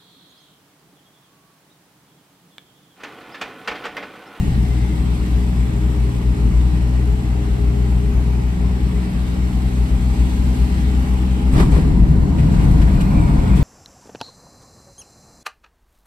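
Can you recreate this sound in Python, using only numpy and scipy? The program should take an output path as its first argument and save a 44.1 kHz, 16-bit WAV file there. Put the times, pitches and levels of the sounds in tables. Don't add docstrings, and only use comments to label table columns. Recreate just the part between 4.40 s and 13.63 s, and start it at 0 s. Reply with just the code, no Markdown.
import sys
import numpy as np
from scipy import signal
from scipy.fft import rfft, irfft, next_fast_len
from scipy.io import wavfile
from scipy.ndimage import uniform_filter1d, minimum_filter1d

SR = 44100
rng = np.random.default_rng(int(sys.argv[2]) if len(sys.argv) > 2 else 0)


def store_pcm(level_fs):
    pcm = np.round(np.clip(level_fs, -1, 1) * 32767).astype(np.int16)
    wavfile.write(sys.argv[1], SR, np.atleast_2d(pcm).T)


N = 407043
TIME = np.arange(N) / SR
SIZE = next_fast_len(N)
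FREQS = np.fft.rfftfreq(SIZE, 1 / SR)
PEDAL_S, MOUTH_S, INSIDE_S = 3.7, 7.11, 7.92

# t/s, rate/Hz
FIRING_RATE = [(0, 60.84), (2.1, 60.6), (3.5, 60.92), (4.2, 61.24), (5.6, 62.36), (6.9, 63.58),
               (9.23, 65.3)]
# multiple of the engine's cycle rate, cruising level/dB, pulling level/dB
ENGINE_TONES = [(2, -41, -37), (3, -16, -18.5), (6, -25, -31), (9, -31, -28.5), (10, -46.5, -59),
                (11, -39.5, -36), (12, -37.5, -34), (15, -41, -48.5)]
# t/s, boost/dB, half length/s
BUZZ_SWELLS = [(1.42, 7.9, 0.56), (3.45, 12.8, 0.6)]
# t/s, level/dB
WHINE_LEVEL = [(1, -60), (3.6, -49), (4.9, -54), (6, -45), (6.9, -42)]
# f/Hz, level/dB
ASPHALT_SHAPE = [(15, -13), (27, -4), (45, 4), (70, 4.5), (100, 0), (155, 1.5), (215, -0.5), (270, -6),
                 (310, -3.5), (360, -13.5), (420, -12.5), (470, -25), (600, -22.5)]
# f/Hz, level/dB
CONCRETE_SHAPE = [(15, -9), (27, 4), (45, 3), (70, 5.5), (100, 1.5), (160, 3.5), (195, -2), (230, -5),
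                  (305, -6.5), (360, -18), (420, -19.5), (500, -28), (700, -32)]
# f/Hz, width/Hz, boost/dB
THROB_MODES = [(124.6, 4.7, 0), (188, 17, 6), (211, 8.3, 1)]
# t/s, boost/dB, half length/s
BUMPS = [(2.08, 3.5, 0.089), (6.18, 1.5, 0.35), (7.2, 2.5, 0.07), (8.2, 2, 0.13), (8.83, 2, 0.082)]
# t/s, level/dB
JOINT_HITS = [(7.13, -5), (7.311, -5.5)]
# f/Hz, level/dB, 60 dB fade time/s
BODY_MODES = [(33, -18, .35), (59.3, 1.5, 0.37), (147, -8.5, 0.28), (257, -13, 0.13)]
# f/Hz, level/dB
ROAR_SHAPE = [(250, 4.5), (500, 0.5), (630, -0.5), (800, 4), (1000, -2.5), (1300, -1.5), (2000, -7),
              (3000, -13), (6000, -25)]
# f/Hz, level/dB
TUNNEL_SHAPE = [(250, 12.5), (420, 0.5), (510, 9), (600, 6.5), (850, 6.5), (1150, 2), (1700, -2),
                (2400, -9.5), (3000, -19), (4300, -21), (7000, -27)]
# f/Hz, width/Hz, boost/dB
TUNNEL_MODES = [(693, 27, 4), (953, 36, 2.5), (1490, 67, 3), (2290, 300, -2.5), (2700, 220, 2),
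                (4250, 500, 8)]
# t/s, peak/dB, rise/s, fall/s
SPLASHES = [(7.137, -37, .002, 0.06), (7.205, -21, 0.042, 0.04), (7.322, -29, .003, 0.03),
            (7.357, -29, 0.028, 0.14)]
# f/Hz, level/dB
SPLASH_SHAPE = [(150, -26), (320, 13.5), (500, -3), (780, 5), (1150, -9), (1600, -3), (2500, -12),
                (4000, -12), (6000, -20), (9000, -17.5), (15500, -32)]
# t/s, peak/dB
SLAPS = [(7.138, -33), (7.153, -29), (7.18, -32), (7.201, -21), (7.228, -29), (7.29, -33), (7.339, -35),
         (7.354, -36), (7.367, -37), (7.487, -46)]
# f/Hz, level/dB
SLAP_SHAPE = [(400, -19), (900, 6), (1500, 7), (2500, -13), (4500, -14), (9000, -23)]
# t/s, peak/dB
THUDS = [(7.132, -27), (7.147, -26), (7.163, -28), (7.33, -25), (7.367, -27), (7.388, -24)]
# f/Hz, level/dB
THUD_SHAPE = [(220, 0), (380, -3), (500, -1), (700, -13), (1100, -12), (1500, -24)]
# f/Hz, width/Hz, boost/dB
FLOOR_MODES = [(496, 70, 4.5), (1180, 260, 4), (1500, 140, -4.5), (2400, 270, 6.5)]
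# t/s, peak/dB, fall/s, brightness/(dB per octave), ring/Hz
DRIPS = [(7.131, -41, .008, 2, 8000), (7.144, -44, .008, 3, 8000), (7.163, -39, .012, -1, 8000),
         (7.21, -38.5, 0.028, 0, 8000), (7.32, -39, .025, 1, 7940), (7.988, -37.5, 0.056, -3, 2400),
         (8.125, -42, 0.089, -2, 2200), (8.2, -39, 0.024, -4, 2500), (8.242, -46, .016, 5, 8000),
         (8.32, -43, .022, 3, 2000), (8.423, -31.5, 0.011, -3.5, 1800), (8.478, -36, 0.035, -10.5, 1800),
         (8.614, -33, 0.014, -0.5, 2800), (9.165, -37, 0.048, 0, 3500)]
# f/Hz, level/dB
SPLAT_SHAPE = [(700, -10), (1500, 7), (3000, 6.5), (5000, -0.5), (8500, 1), (12000, -4), (15500, -12)]
# t/s, level/dB
SPRAY_LEVEL = [(0.34, -55.5), (3.42, -57.5), (3.5, -57), (4.21, -58), (4.56, -56), (5.67, -55.5),
               (5.74, -53.5), (6.71, -54.5), (7.05, -56.5)]
# f/Hz, level/dB
SPRAY_SHAPE = [(600, -18), (1500, -0.5), (2400, 6.5), (3500, 5.5), (5500, -1), (8500, 0), (10500, -6),
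               (13000, -3.5), (15700, -19)]
# t/s, half length/s, f/Hz, width/Hz, peak/dB, left lead/rad
HOWLS = [(.02, 0.16, 1890, 70, -51, 1.1), (.35, .2, 2080, 90, -51.5, .5), (.4, 1, 750, 80, -52, 1.5),
         (4.58, .15, 2000, 80, -55, .5), (8.88, 0.45, 705, 50, -35, 2.9), (8.9, 0.52, 1430, 110, -44, 3),
         (8.95, .45, 1240, 130, -48, 2.6)]
# t/s, f/Hz, level/dB
RINGING = [(8.1, 2160, -72), (8.45, 2300, -54), (8.7, 2400, -43.5), (8.95, 2284, -45.5), (9.23, 2400, -46)]
# t/s, peak/dB, rise/s, fall/s
WET_PATCHES = [(.1, -47.5, 0.13, 0.4), (.85, -51, .15, .15), (1.12, -55, .1, 0.064), (4.6, -50, 0.04, 0.46),
               (6.42, -44, .1, 0.11)]
# f/Hz, level/dB
SIZZLE_SHAPE = [(1500, -1), (2020, -3), (2500, -10), (3200, -10), (4100, -4.5), (6000, -24)]
# f/Hz, width/Hz, boost/dB
CABIN_MODES = [(161, 20, 3), (177, 9.3, -4), (313.4, 11, 3), (413, 28.5, 7.5), (951, 16, 6), (1020, 7.7, 7),
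               (1340, 68, -1.5), (1800, 55, 1), (1940, 62, 5), (2190, 93, 3.5), (2860, 220, 1)]
# f/Hz, likeness (0 to 1)
SIDE_LIKENESS = [(60, .995), (150, .965), (230, .85), (330, .45), (500, .4), (700, .25), (1000, .4),
                 (1700, .55), (3000, .25), (5000, .25), (6500, .5), (8500, .92), (15000, .92)]
# f/Hz, lead/rad
LEFT_LEAD = [(100, 0), (1030, -.4), (1450, -3.1), (2400, -5), (3400, -9.4), (4700, -13.2), (6500, -9.4),
             (8150, -6.28), (14720, 6.28), (16000, 8.7)]
# f/Hz, left minus right/dB
LEFT_BALANCE = [(60, 3.5), (130, 1.5), (280, 0), (550, 0.4), (1100, -0.8), (2200, 1.5), (4000, -0.5),
                (8000, 0)]


def engine(base_db=-1.5, db_per_hz=0.9, turn_down_db=-7.5):
    cycle = 2 * np.pi * np.cumsum(curve(FIRING_RATE)) / SR / 3
    pedal, turned_down = ramp(PEDAL_S, 1.4), ramp(MOUTH_S, 0.17)
    drone_db = base_db + db_per_hz * firing_rise_hz() + turn_down_db * turned_down
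    drone = sum(hum(cycle, round(multiple), drone_db + cruise_db + pedal * (pull_db - cruise_db))
                for multiple, cruise_db, pull_db in ENGINE_TONES)
    buzz = hum(cycle, multiple=20, level_db=-54 + swells(BUZZ_SWELLS), left_db=15.5)
    return drone + buzz + drivetrain_whine(cycle) * (1 - turned_down)


def hum(cycle, multiple, level_db, left_db=0, waver_db=1.5, jitter_rad=0.13):
    cruise_hz = multiple * FIRING_RATE[0][1] / 3
    side_db = (left_db + np.interp(cruise_hz, *np.transpose(LEFT_BALANCE))) / 2
    swell, sway = wander(2.7, count=2)
    tone = np.sqrt(2) * np.sin(multiple * cycle + jitter_rad * sway + 2 * np.pi * rng.random())
    return amp([[side_db], [-side_db]]) * amp(level_db + waver_db * swell) * tone


def drivetrain_whine(cycle, multiple=39, roughness=0.41, left_db=-11, left_lead_rad=2.8):
    a, b = wander(16.0, count=2)
    tone = (1 + roughness * (a + 1j * b)) * np.exp(1j * multiple * cycle)
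    pair = np.array([amp(left_db) * tone, tone * np.exp(-1j * left_lead_rad)])
    return amp(curve(WHINE_LEVEL)) * unit_level(pair.real)


def road_rumble(cabin):
    on_coarse = 1 - ramp(0.15, 0.22)
    on_concrete = ramp(MOUTH_S, 0.027)
    rough_share = np.clip(0.9 * on_coarse + on_concrete, 0, 1)
    shake_db = -26 + 3.5 * on_coarse + 7.5 * on_concrete + swells(BUMPS)
    boom = noise(hump(FREQS, hz=53.9, width_hz=8.3), cabin)
    asphalt = amp(1.5) * noise(spectrum(ASPHALT_SHAPE), cabin)
    concrete = amp(4.5) * noise(spectrum(CONCRETE_SHAPE) * resonances(THROB_MODES), cabin)
    panels = blend(asphalt, concrete, rough_share) * amp(0.43 * wander(2.2))
    return amp(shake_db) * (panels + amp(2.0) * boom)


def wheel_thumps(cabin, rise_s=0.0036):
    knocks = np.zeros(N)
    for start, db in JOINT_HITS:
        age = np.maximum(TIME - start, 0)
        for hz, mode_db, fade_s in BODY_MODES:
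            faded_db = np.minimum(60 * age / fade_s, 120)
            knocks += settle(start, rise_s) * amp(db + mode_db - faded_db) * np.sin(2 * np.pi * hz * age)
    return np.array([irfft(rfft(knocks, SIZE) * gain, SIZE)[:N] for gain in cabin[:2]])


def tyre_roar(cabin, base_db=-39, db_per_hz=0.57, inside_db=2.5, flutter_db=0.5):
    level_db = base_db + db_per_hz * firing_rise_hz() + inside_db * settle(INSIDE_S, 0.13)
    open_air = amp(1.0) * noise(spectrum(ROAR_SHAPE), cabin)
    tunnel = amp(2.5) * noise(spectrum(TUNNEL_SHAPE) * resonances(TUNNEL_MODES), cabin)
    roar = blend(open_air, tunnel, settle(MOUTH_S, 0.38))
    return swirl(roar, depth_db=1.17) * amp(level_db + flutter_db * wander(28.0))


def splashes(cabin, churn_db=0.5):
    sheets = sum(burst(*splash) for splash in SPLASHES)
    slaps = sum(burst(t, db, rise_s=0.0012, fall_s=0.014) for t, db in SLAPS)
    thuds = sum(burst(t, db, rise_s=0.002, fall_s=0.0084) for t, db in THUDS)
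    floor = [gain * resonances(FLOOR_MODES) for gain in cabin]
    wash = droplets(SPLASH_SHAPE, floor, per_second=3100, spread_db=3.5, mist=0.54)
    return (sheets * amp(churn_db * wander(70.0)) * wash
            + slaps * noise(spectrum(SLAP_SHAPE), floor)
            + thuds * noise(spectrum(THUD_SHAPE), floor))


def drips(cabin, rise_s=0.0091, ring_db=3.5):
    fizz = droplets(SPLAT_SHAPE, cabin, per_second=3500, spread_db=6.0, mist=0.94)
    out = np.zeros((2, N))
    for t, db, fall_s, bright_db, ring_hz in DRIPS:
        near = abs(TIME - t) < 0.25
        freqs = np.fft.rfftfreq(near.sum(), 1 / SR)
        octaves = np.log2(np.maximum(freqs, 500) / 5000)
        colour_db = bright_db * octaves + ring_db * hump(freqs, ring_hz, width_hz=600)
        splat = unit_level(irfft(rfft(fizz[:, near]) * amp(colour_db), near.sum()))
        out[:, near] += burst(t, db, rise_s, fall_s)[near] * splat
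    return out


def spray(cabin, gain_db=12.0, shelter_db=-2.5, leak_db=4, flutter_db=0.5):
    hiss = droplets(SPRAY_SHAPE, cabin, per_second=4000, spread_db=3.5, mist=1.5)
    water_db = curve(SPRAY_LEVEL) + shelter_db * ramp(MOUTH_S, 0.51) + leak_db * ramp(INSIDE_S, 0.24)
    return swirl(hiss, depth_db=2.03) * amp(gain_db + water_db + flutter_db * wander(34.0))


def tyre_howls():
    out = np.zeros((2, N))
    for t, half_s, hz, width_hz, db, lead in HOWLS:
        band = noise(hump(FREQS, hz, width_hz), sides=(1, np.exp(-1j * lead), 0))
        out += amp(db) * bell(t, half_s) * band
    return out


def ringing_hiss(centre_hz=2300, flutter_db=2.0):
    times, pitches, levels = np.transpose(RINGING)
    pitch_hz, level_db = np.interp(TIME, times, pitches), np.interp(TIME, times, levels)
    band = swirl(noise(hump(FREQS, centre_hz, width_hz=380), sides=(1, 1, 0.45)), depth_db=4.0)
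    glide = np.exp(2j * np.pi * np.cumsum(pitch_hz - centre_hz) / SR)
    hiss = (signal.hilbert(band, SIZE)[:, :N] * glide).real
    return amp(level_db + flutter_db * wander(16.0)) * hiss


def sizzles(cabin, flutter_db=3.5):
    level = sum(burst(*patch) for patch in WET_PATCHES) * amp(flutter_db * wander(20.0))
    return level * droplets(SIZZLE_SHAPE, cabin, per_second=900, spread_db=1.5, mist=0.4)


def cabin_paths():
    colour, lean = resonances(CABIN_MODES), amp(by_freq(LEFT_BALANCE) / 2)
    alike = np.clip(by_freq(SIDE_LIKENESS), 0, 1)
    right = colour / lean * np.exp(-1j * by_freq(LEFT_LEAD))
    return colour * lean, right * alike, right * np.sqrt(1 - alike ** 2)


def to_stereo(pair, gain, sides):
    shared, extra = rfft(pair, SIZE)
    left, right, right_only = sides
    both = np.array([shared * left, shared * right + extra * right_only]) * gain
    return unit_level(irfft(both, SIZE)[:, :N])


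def noise(gain, sides):
    return to_stereo(rng.standard_normal((2, N)), gain, sides)


def droplets(shape, sides, per_second, spread_db, mist):
    sizes = amp(spread_db * np.minimum(rng.exponential(1, (2, N)), 4)) * rng.choice([-1, 1], (2, N))
    ticks = sizes * (rng.random((2, N)) < per_second / SR)
    return to_stereo(unit_level(ticks) + mist * rng.standard_normal((2, N)), spectrum(shape), sides)


def swirl(x, depth_db):
    slices = signal.stft(x, nperseg=1024, noverlap=768)[2]
    patches = rng.standard_normal((slices.shape[2], slices.shape[1]))
    patches = uniform_filter1d(patches, 24, axis=0)
    patches = unit_level(uniform_filter1d(patches, 4, axis=1))
    gain = unit_level(amp(depth_db * patches.T))
    return signal.istft(slices * gain, nperseg=1024, noverlap=768)[1][:, :N]


def wander(rate_hz, count=1):
    steps = rng.standard_normal((count, 4096))
    freqs = np.fft.rfftfreq(4096, TIME[-1] / 4096)
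    slow = irfft(rfft(steps) / (1 + (freqs / rate_hz) ** 2))
    return np.array([np.interp(TIME, np.linspace(0, TIME[-1], 4096), unit_level(row)) for row in slow])


def spectrum(rows, edge_db=24):
    inside = np.clip(FREQS, rows[0][0], rows[-1][0])
    return amp(by_freq(rows) - edge_db * abs(np.log2((FREQS + 1) / (inside + 1))))


def resonances(modes):
    return amp(sum(db * hump(FREQS, hz, width_hz) for hz, width_hz, db in modes))


def hump(freqs, hz, width_hz):
    return 1 / (1 + (2 * (freqs - hz) / width_hz) ** 2)


def by_freq(rows):
    hz, value = np.transpose(rows)
    return np.interp(np.log(FREQS + 1), np.log(hz + 1), value)


def curve(rows):
    return np.interp(TIME, *np.transpose(rows))


def firing_rise_hz():
    return curve(FIRING_RATE) - FIRING_RATE[0][1]


def burst(peak_s, db, rise_s, fall_s):
    age = TIME - peak_s
    return amp(db) * np.exp(-np.minimum(np.where(age < 0, -age / rise_s, age / fall_s), 20))


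def bell(peak_s, half_s):
    return np.exp(-((TIME - peak_s) / half_s) ** 2)


def swells(rows):
    return sum(db * bell(t, half_s) for t, db, half_s in rows)


def ramp(start_s, length_s):
    return np.clip((TIME - start_s) / length_s, 0, 1)


def settle(start_s, lag_s):
    return 1 - np.exp(-np.maximum(TIME - start_s, 0) / lag_s)


def blend(first, second, share):
    return np.sqrt(1 - share) * first + np.sqrt(share) * second


def amp(db):
    return 10 ** (np.asarray(db) / 20)


def unit_level(x):
    return x / np.sqrt(np.mean(x ** 2) + 1e-20)


def scene():
    cabin = cabin_paths()
    water = spray(cabin) + sizzles(cabin) + splashes(cabin) + drips(cabin)
    car = engine() + road_rumble(cabin) + wheel_thumps(cabin)
    tyres = tyre_roar(cabin) + tyre_howls() + ringing_hiss()
    return car + tyres + water


def record(dry, ceiling=0.9, top_hz=15800):
    allowed_gain = np.minimum(1, ceiling / (abs(dry).max(0) + 1e-9))
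    limited = dry * uniform_filter1d(minimum_filter1d(allowed_gain, size=900), size=900)
    lowpass = signal.firwin(511, top_hz, window=("kaiser", 9), fs=SR)
    return signal.oaconvolve(limited, lowpass[None], "same", axes=1)


dry = scene()
out = record(dry)
store_pcm(out)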